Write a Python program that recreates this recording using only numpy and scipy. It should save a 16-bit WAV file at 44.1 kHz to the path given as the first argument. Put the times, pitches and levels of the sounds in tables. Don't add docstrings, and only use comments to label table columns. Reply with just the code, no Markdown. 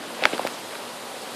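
import sys
import numpy as np
from scipy import signal
from scipy.io import wavfile

SR = 44100
rng = np.random.default_rng(int(sys.argv[2]) if len(sys.argv) > 2 else 0)


def to_wav(sig):
    pcm = np.clip(np.atleast_2d(sig), -1, 1) * 32767
    pcm = np.round(pcm).astype(np.int16)
    wavfile.write(sys.argv[1], SR, pcm.T)


N = 59535

# frequency in Hz, relative density in dB per Hz.
WASH_SPECTRUM = [(40, -42), (80, -2.5), (110, -10), (160, -11), (240, -6), (330, -6), (500, -1.5),
                 (650, -3), (950, -5), (1500, -10), (2300, -13), (3300, -12), (4700, -14.5), (6300, -22.5),
                 (8300, -16.5), (11500, -24), (13000, -27), (14400, -34)]
# time in seconds, level in dB.
RAIN_LEVEL = [(0.0, -37), (0.202, -35.5), (0.322, -33.5), (0.946, -36), (1.35, -35)]
# frequency in Hz, bandwidth of one pass in Hz, level in dB.
HUM_RESONANCES = [(116.8, 7.4, -54.5), (240.4, 10.5, -52)]
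# time in seconds, level in dB.
GRIP_LEVEL = [(0.17, -41), (0.2, -40.5), (0.225, -34), (0.25, -23.5), (0.29, -34.5), (0.32, -39),
              (0.342, -26.5), (0.37, -49.5), (0.41, -35.5), (0.45, -36.5), (0.52, -51), (0.6, -76)]
# crest time in seconds, peak in dB, pitch at the crest in Hz,
# swell in seconds, fade in seconds, pitch fall in octaves per second.
KNOCK_EVENTS = [(0.192, -27.5, 610, 0.0041, 0.011, 19), (0.2335, -18, 635, 0.0014, 0.0018, 20),
                (0.2568, -8, 830, .0016, .0016, 70), (0.2257, -13, 600, .003, .0022, 150),
                (0.2435, -20, 750, .0025, .0025, 30), (0.2665, -26, 700, .002, .002, 30),
                (0.271, -24, 750, .0025, .0025, 30), (0.298, -26, 750, .002, .002, 30),
                (0.3344, -14, 520, .0018, .0045, 390), (0.3968, -13, 640, .005, .0026, 320),
                (0.4512, -10.5, 580, .0016, .0022, 330), (0.35, -23.5, 427, 0.0052, 0.0045, 33),
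                (0.4549, -23, 473, 0.003, 0.0038, 60), (0.4672, -17.5, 790, .0022, 0.0013, 30)]
# start in seconds, strength in dB, favoured pitch in Hz,
# loss in dB per squared octave away from that pitch, snap strength in dB.
TICK_EVENTS = [(0.2125, -22, 2500, 14, -45), (0.223, -17, 2500, 28, -45), (0.3307, -14, 2550, 20, -48),
               (0.3461, -17, 3900, 12, -45), (0.354, -27, 4500, 15, -45), (0.2375, -2.5, 2500, 16, -35),
               (0.2378, -3, 4700, 18, -45), (0.2541, 8, 1860, 10.5, -24), (0.255, -0.5, 3630, 20, -45),
               (0.3797, -13, 5000, 16, -37.5), (0.38, -14.5, 1500, 16, -49.5), (0.3934, -17, 2900, 9, -42),
               (0.4673, -16.5, 3200, 1, -30), (0.4708, -20, 3600, 12, -45), (0.4724, -11, 5000, 10, -17),
               (0.4725, -10.5, 1850, 20, -43), (0.7525, -20, 2900, 10, -45), (0.7546, -21, 1290, 14, -50)]
# frequency in Hz, relative strength in dB, 60 dB decay time in seconds.
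HOUSING_MODES = [(790, -46, 0.015), (1377, -1, 0.0053), (2286, -2, 0.0043), (2744, -10, 0.012),
                 (3456, -5, 0.0027), (4410, -6, 0.0034), (5580, -17.5, 0.0048), (7550, -39, 0.0023)]

FLICKER_DB, FLICKER_HZ = 1.0, 26.0
SHARED_FLICKER, SHARED_FLICKER_HZ = 0.2, 6
DROPS_PER_S, DROP_SPREAD_DB, DROP_CYCLES = 2500, 4, 9.4
PATTER_LOW_HZ, PATTER_HIGH_HZ, PATTER_TILT_DB = 304, 5760, -7
PATTER_DB = -14.5
SLIPS_PER_S, SLIP_SPREAD_DB, SLIP_CYCLES = 7000, 1.0, 6.8
GRIP_LOW_HZ, GRIP_HIGH_HZ, GRIP_TILT_DB = 286, 3400, 11.5
THUD_HZ, THUD_T60_S, THUD_DRIVE_DB = 292, 0.0098, -38
SNAP_HZ, SNAP_S = 5070, 0.00027
BASS_CUT_HZ, CUTOFF_HZ, CLIP_LEVEL = 157.7, 14350, 1.0


def from_db(db):
    return 10 ** (np.asarray(db) / 20)


def rms_one(x):
    return x / np.sqrt(np.mean(x ** 2) + 1e-20)


def in_time(rows):
    times, values = np.transpose(rows)
    return np.interp(np.arange(N) / SR, times, values)


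def drift(rate_hz):
    step = 40
    pole = np.exp(-2 * np.pi * rate_hz * step / SR)
    noise = rng.standard_normal(N // step + 2002)
    slow = signal.lfilter([1], [1, -2 * pole, pole ** 2], noise)[2000:]
    return np.interp(np.arange(N) / step, np.arange(len(slow)), rms_one(slow))


def ring(drive, hz, t60):
    radius = from_db(-60 / (t60 * SR))
    angle = 2 * np.pi * hz / SR
    feedback = [1, -2 * radius * np.cos(angle), radius ** 2]
    return signal.lfilter([0, np.sin(angle)], feedback, drive + 1e-18)


def grains(per_s, spread_db, cycles, low_hz, high_hz, tilt_db, count=24):
    sizes = from_db(spread_db * np.minimum(rng.exponential(1, N), 4))
    signs = rng.choice([-1, 1], N)
    born = rng.random(N) < per_s / SR
    clicks = signs * sizes * born
    dealt = rng.integers(0, count, N)
    pitches = np.geomspace(low_hz, high_hz, count)
    gains = from_db(np.linspace(0, tilt_db, count))
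    out = np.zeros(N)
    for k, (hz, gain) in enumerate(zip(pitches, gains)):
        out += gain * ring(clicks * (dealt == k), hz, cycles / hz)
    return rms_one(out)


def wash():
    together = drift(SHARED_FLICKER_HZ)
    edges = 40 * 2 ** np.arange(0, 8.7, 1 / 3)
    white = rng.standard_normal((2, N + 8000))
    hz, db = np.transpose(WASH_SPECTRUM)
    out = np.zeros(N)
    for k, (low, high) in enumerate(zip(edges, edges[1:])):
        bandpass = signal.butter(2, [low, high], "band", fs=SR, output="sos")
        band = signal.sosfilt(bandpass, white[k % 2])[-N:]
        level_db = np.interp(np.log(low * high) / 2, np.log(hz), db)
        flicker_db = FLICKER_DB * (SHARED_FLICKER * together + drift(FLICKER_HZ))
        out += from_db(level_db + flicker_db) * band
    return rms_one(out)


def patter():
    return from_db(PATTER_DB) * grains(DROPS_PER_S, DROP_SPREAD_DB, DROP_CYCLES,
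                                       PATTER_LOW_HZ, PATTER_HIGH_HZ, PATTER_TILT_DB)


def rain():
    near = patter()
    far = wash()
    return from_db(in_time(RAIN_LEVEL)) * (far + near)


def hum():
    out = np.zeros(N)
    for hz, width_hz, db in HUM_RESONANCES:
        t60 = np.log(1000) / (np.pi * width_hz)
        noise = rng.standard_normal(N + SR)
        tone = ring(ring(noise, hz, t60), hz, t60)[SR:]
        out += from_db(db) * rms_one(tone)
    return out


def grip():
    slips = grains(SLIPS_PER_S, SLIP_SPREAD_DB, SLIP_CYCLES, GRIP_LOW_HZ, GRIP_HIGH_HZ, GRIP_TILT_DB)
    return from_db(in_time(GRIP_LEVEL)) * slips


def knocks():
    t = np.arange(N) / SR
    out = np.zeros(N)
    for crest, db, hz, swell, fade, fall in KNOCK_EVENTS:
        since = np.clip(t - crest, -swell, fade)
        shape = np.cos(np.pi / 2 * since / np.where(since < 0, swell, fade)) ** 2
        sag = np.log(2) * fall
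        cycles = hz * (1 - np.exp(-sag * since)) / sag
        out += from_db(db) * shape * np.cos(2 * np.pi * cycles)
    return out + from_db(THUD_DRIVE_DB) * ring(out, THUD_HZ, THUD_T60_S)


def ticks():
    start, db, favoured_hz, loss_db, snap_db = np.transpose(TICK_EVENTS)
    at = (start * SR).astype(int)
    luck_db = rng.normal(0, 1.0, (len(at), len(HOUSING_MODES)))
    clicks = np.zeros(N)

    clicks[at] = from_db(snap_db)
    envelope = signal.lfilter([1], [1, -np.exp(-1 / (SNAP_S * SR))], clicks + 1e-18)
    burst = envelope * rng.standard_normal(N)
    out = signal.sosfilt(signal.butter(2, SNAP_HZ, "high", fs=SR, output="sos"), burst)

    for k, (hz, mode_db, t60) in enumerate(HOUSING_MODES):
        distance_loss_db = np.abs(loss_db) * np.log2(hz / favoured_hz) ** 2
        clicks[at] = from_db(db + mode_db + luck_db[:, k] - distance_loss_db)
        out += (-1) ** k * ring(clicks, hz, t60)
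    return out


def scene():
    rustle = grip()
    return (rain() + hum() + ticks() + knocks() + rustle)[None]


def record(dry):
    bass_cut = signal.butter(4, BASS_CUT_HZ, "high", fs=SR, output="sos")
    thin = signal.sosfilt(bass_cut, dry)
    clipped = np.clip(thin, -CLIP_LEVEL, CLIP_LEVEL)
    top_cut = signal.ellip(10, 0.5, 60, CUTOFF_HZ, fs=SR, output="sos")
    return signal.sosfilt(top_cut, clipped)


dry = scene()
out = record(dry)
to_wav(out)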